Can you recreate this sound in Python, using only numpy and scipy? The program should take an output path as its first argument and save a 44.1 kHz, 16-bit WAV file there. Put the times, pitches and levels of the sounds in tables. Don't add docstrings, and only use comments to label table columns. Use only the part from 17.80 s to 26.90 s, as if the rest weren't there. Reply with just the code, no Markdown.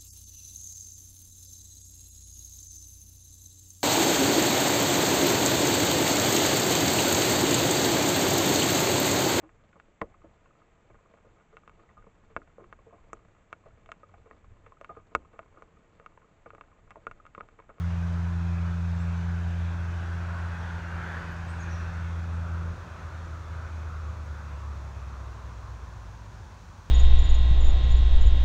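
import sys
import numpy as np
from scipy import signal
from scipy.fft import rfft, irfft, next_fast_len
from scipy.io import wavfile
from scipy.ndimage import uniform_filter1d, map_coordinates

SR = 44100
rng = np.random.default_rng(int(sys.argv[2]) if len(sys.argv) > 2 else 0)


def master_out(mix):
    frames = np.transpose(np.atleast_2d(mix))
    ceiling = np.clip(frames, -1, 1)
    pcm = np.round(ceiling * 32767).astype(np.int16)
    wavfile.write(sys.argv[1], SR, pcm)


N = 401310

CRUISE_HZ = 85.1
LIFT_S, BRAKE_S = 4.95, 6.06
PAST_S, PAST_TAKES_S = 4.4, 0.7


def exhaust(octave_early_db=-35, octave_late_db=-43.5, stumble_db=2.0, jitter_rad=0.13):
    # time in seconds, firing tone level in dB.
    firing_levels = [(0.0, -28.5), (1.85, -29.5), (2.95, -34.5), (3.4, -40), (3.9, -33), (4.91, -31.0),
                     (4.98, -51), (5.35, -37.5), (6.1, -36), (7.3, -38), (8.3, -44.5), (9.1, -55)]
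    # multiple of the firing rate, base level in dB on the approach, in dB once settled.
    upper_orders = [(3, -65.5, -61), (4, -63, -58), (5, -61, -63), (6, -69.5, -74), (7, -66.5, -65.5),
                    (8, -67, -68.5), (9, -66, -74), (10, -65, -76), (11, -64, -75), (12, -64.5, -76.5)]
    (drone_db,) = curves(firing_levels)
    coasting = ramp(LIFT_S, takes_s=0.056)
    settled = ramp(1.79, takes_s=0.76)
    unloaded_db = -14 * coasting + 3.5 * ramp(BRAKE_S, takes_s=0.45) - 6 * speed_halvings()
    firing_rad = phase_of(firing_hz()) + (0.048 + jitter_rad * coasting / 2) * wobble(19)
    hum = amp(drone_db + (0.28 + coasting / 2) * wobble(15)) * np.cos(firing_rad)
    octave_db = octave_early_db + (octave_late_db - octave_early_db) * settled
    octave_db += (0.5 + stumble_db * coasting) * wobble(11)
    octave_rad = 2 * firing_rad + np.pi + 2 * jitter_rad * coasting * wobble(10)
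    hum += amp(octave_db + unloaded_db) * np.cos(octave_rad)
    upper_db = unloaded_db + 0.96 * (1 - coasting) * (drone_db - drone_db.max())
    for order, early_db, late_db in upper_orders:
        db = early_db + (late_db - early_db) * settled + upper_db + 2.3 * wobble(3)
        drift_rad = 0.06 * order * wobble(12) + rng.uniform(0, 2 * np.pi)
        hum += amp(db) * np.cos(order * firing_rad + drift_rad)
    return np.sqrt(2) * hum


def firing_hz(sag_hz=1.6, coast_hz_per_s=4.0, brake_hz_per_s=10.6):
    t = np.arange(N) / SR
    coasted_hz = coast_hz_per_s * (np.clip(t, LIFT_S, BRAKE_S) - LIFT_S)
    braked_hz = brake_hz_per_s * np.maximum(t - BRAKE_S, 0)
    return CRUISE_HZ - sag_hz * ramp(3.0, takes_s=0.9) - coasted_hz - braked_hz


def speed_halvings():
    return np.log2(CRUISE_HZ / firing_hz())


def road_db(base_db, swell_db_per_db, past_db, db_per_halving):
    # time in seconds, relative level in dB.
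    rush_levels = [(0.0, -51), (0.9, -51.5), (2.05, -48.5), (2.6, -45), (3.1, -45.0), (3.35, -40.5),
                   (3.6, -47.5), (3.85, -44), (4.45, -48), (6.2, -50.5), (7.7, -53), (9.1, -60)]
    (rush_db,) = curves(rush_levels)
    swell_db = swell_db_per_db * (rush_db - rush_db.mean())
    return base_db + swell_db + past_db * ramp(PAST_S, PAST_TAKES_S) + db_per_halving * speed_halvings()


def tyre_tread(approach_hz=1510.5, past_ratio=0.88, width_hz=195):
    centre_hz = approach_hz * past_ratio ** ramp(PAST_S, PAST_TAKES_S)
    centre_hz *= (firing_hz() / CRUISE_HZ) ** 0.65
    centre_rad = phase_of(centre_hz)
    skirt = lambda hz: (1 + (hz / width_hz) ** 2) ** -0.79
    in_phase, quadrature = (filtered(rng.standard_normal(N), skirt) for _ in range(2))
    band = patchy(in_phase * np.cos(centre_rad) + quadrature * np.sin(centre_rad), depth_db=2.0)
    db = road_db(-53.5, swell_db_per_db=1.28, past_db=1, db_per_halving=3)
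    far_db = -8.5 * (1 - ramp(0.9, takes_s=0.66))
    return amp(db + far_db + 0.46 * wobble(8)) * band


def tyre_rush():
    # frequency in Hz, relative density in dB.
    roar_spectrum = [(100, -15), (250, -4), (450, -7), (620, 0.5), (1000, 1), (1500, 2), (2000, -8),
                     (2500, -13), (3100, -24.5), (3600, -18.5), (5000, -25), (8000, -33), (12000, -54)]
    hiss_spectrum = [(1200, -33), (1850, -5), (2150, 0), (2500, 4.5), (2850, -1), (3100, -3.5), (3450, -4),
                     (4100, -12), (6000, -14), (8000, -23), (11000, -55.5)]
    roar_db = road_db(-48, swell_db_per_db=0.41, past_db=-3, db_per_halving=-5)
    roar = amp(roar_db + 0.61 * wobble(7)) * patchy(noise(roar_spectrum), depth_db=1.5)
    hiss_db = road_db(-58, swell_db_per_db=0.16, past_db=-6, db_per_halving=-9)
    hiss = amp(hiss_db + 0.63 * wobble(12)) * patchy(noise(hiss_spectrum), depth_db=3.5)
    return roar + hiss


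def wall_ring():
    # centre in Hz, half-width in Hz, relative level in dB.
    wall_modes = [(354, 54, -3.5), (545, 110, -2), (970, 70, -4.5), (2550, 150, -18), (3470, 200, -22)]
    response = lambda hz: sum(amp(db) / (1 + ((hz - centre_hz) / width_hz) ** 2)
                              for centre_hz, width_hz, db in wall_modes)
    ring_db = road_db(-59, swell_db_per_db=1.0, past_db=3.5, db_per_halving=2.5)
    return amp(ring_db) * unit(filtered(rng.standard_normal(N), response))


def far_motor():
    # time in seconds, pitch in Hz, level in dB.
    hum_track = [(0, 107.7, -45), (3, 110.3, -65), (5.2, 110, -52.5), (6.7, 104, -48), (8.5, 100.1, -48),
                 (9.1, 88, -63)]
    hz, db = curves(hum_track)
    return np.sqrt(2) * amp(db + 0.48 * wobble(8.1)) * np.cos(phase_of(hz) + 0.36 * wobble(6))


def bird(t60_s=0.6, echo_db=-1, direct_db=-2.0):
    # start in seconds, length in seconds, start pitch in Hz, top pitch in Hz,
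    # place of the top in the note (0-1), source level in dB.
    notes = [(1.168, 0.07, 6600, 7840, .95, -64.5), (3.51, .028, 14100, 14250, .5, -69),
             (3.675, .055, 7550, 8250, .55, -60), (3.79, 0.051, 6100, 6640, 0.4, -53),
             (3.896, 0.063, 5270, 5950, .45, -53.5), (4.524, .035, 7500, 8200, .6, -70)]
    song = np.zeros(N)
    rasp_hz = 115 * wobble(900)
    for start_s, length_s, start_hz, top_hz, crest, db in notes:
        progress = np.clip((np.arange(N) / SR - start_s) / length_s, 0, 1)
        hz = top_hz + (start_hz - top_hz) * (progress / crest - 1) ** 2
        envelope = np.sqrt(np.abs(np.sin(np.pi * progress)))
        song += amp(db) * envelope * np.sin(phase_of(hz + rasp_hz))
    tail_s = np.arange(SR // 2) / SR
    tail = rng.standard_normal(len(tail_s)) * amp(-60 * tail_s / t60_s)
    echo = signal.fftconvolve(song, tail / np.linalg.norm(tail))[:N]
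    air_loss = lambda hz: 1 / (1 + (hz / 10000) ** 4)
    return amp(direct_db) * song + amp(echo_db) * filtered(echo, air_loss)


def background(air_db=-58.5):
    # frequency in Hz, relative density in dB.
    rumble_spectrum = [(20, -20.5), (30, -22.5), (40, 1), (55, -3.5), (72, 5.5), (95, 2), (125, -3.5),
                       (180, -8.5), (230, -14), (320, -24.5), (600, -61.5)]
    air_spectrum = [(200, -20), (1000, 13.5), (2500, -1.5), (4200, 0.5), (5000, -3), (5800, 1),
                    (6800, -0.5), (7800, -9), (9000, -13), (9900, -15), (10600, -20.5), (15500, -20)]
    rumble_db = road_db(-43.5, swell_db_per_db=0.12, past_db=0, db_per_halving=-5)
    return amp(rumble_db) * noise(rumble_spectrum) + amp(air_db) * noise(air_spectrum)


def patchy(x, depth_db):
    spectra = signal.stft(x, nperseg=1024)[2]
    field = uniform_filter1d(rng.standard_normal(spectra.shape), size=6, axis=0)
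    field = uniform_filter1d(field, size=16, axis=1)
    return unit(signal.istft(spectra * amp(depth_db * unit(field)), nperseg=1024)[1][:N])


def amp(db):
    return 10 ** (np.asarray(db) / 20)


def unit(x):
    return x / np.sqrt(np.mean(x ** 2) + 1e-20)


def curves(rows):
    times_s, *columns = np.transpose(rows)
    return [np.interp(np.arange(N) / SR, times_s, column) for column in columns]


def ramp(centre_s, takes_s):
    return np.clip((np.arange(N) / SR - centre_s) / takes_s + 0.5, 0, 1)


def wobble(knots_per_s):
    knots = rng.standard_normal(int(N * knots_per_s / SR) + 4)
    return map_coordinates(knots, [np.arange(N) * knots_per_s / SR])


def phase_of(hz):
    return 2 * np.pi * np.cumsum(hz) / SR


def filtered(x, response):
    size = next_fast_len(N + SR // 2)
    return irfft(rfft(x, size) * response(np.fft.rfftfreq(size, 1 / SR)), size)[:N]


def noise(spectrum):
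    points_hz, db = np.transpose(spectrum)
    response = lambda hz: amp(np.interp(np.log(hz + 1), np.log(points_hz), db))
    return unit(filtered(rng.standard_normal(N), response))


def scene():
    mix = exhaust() + far_motor() + tyre_tread() + tyre_rush() + wall_ring() + background() + bird()
    return mix[None]


def record(dry):
    top_hz = 15780
    return filtered(dry[0], lambda hz: hz < top_hz)[None]


dry = scene()
out = record(dry)
master_out(out)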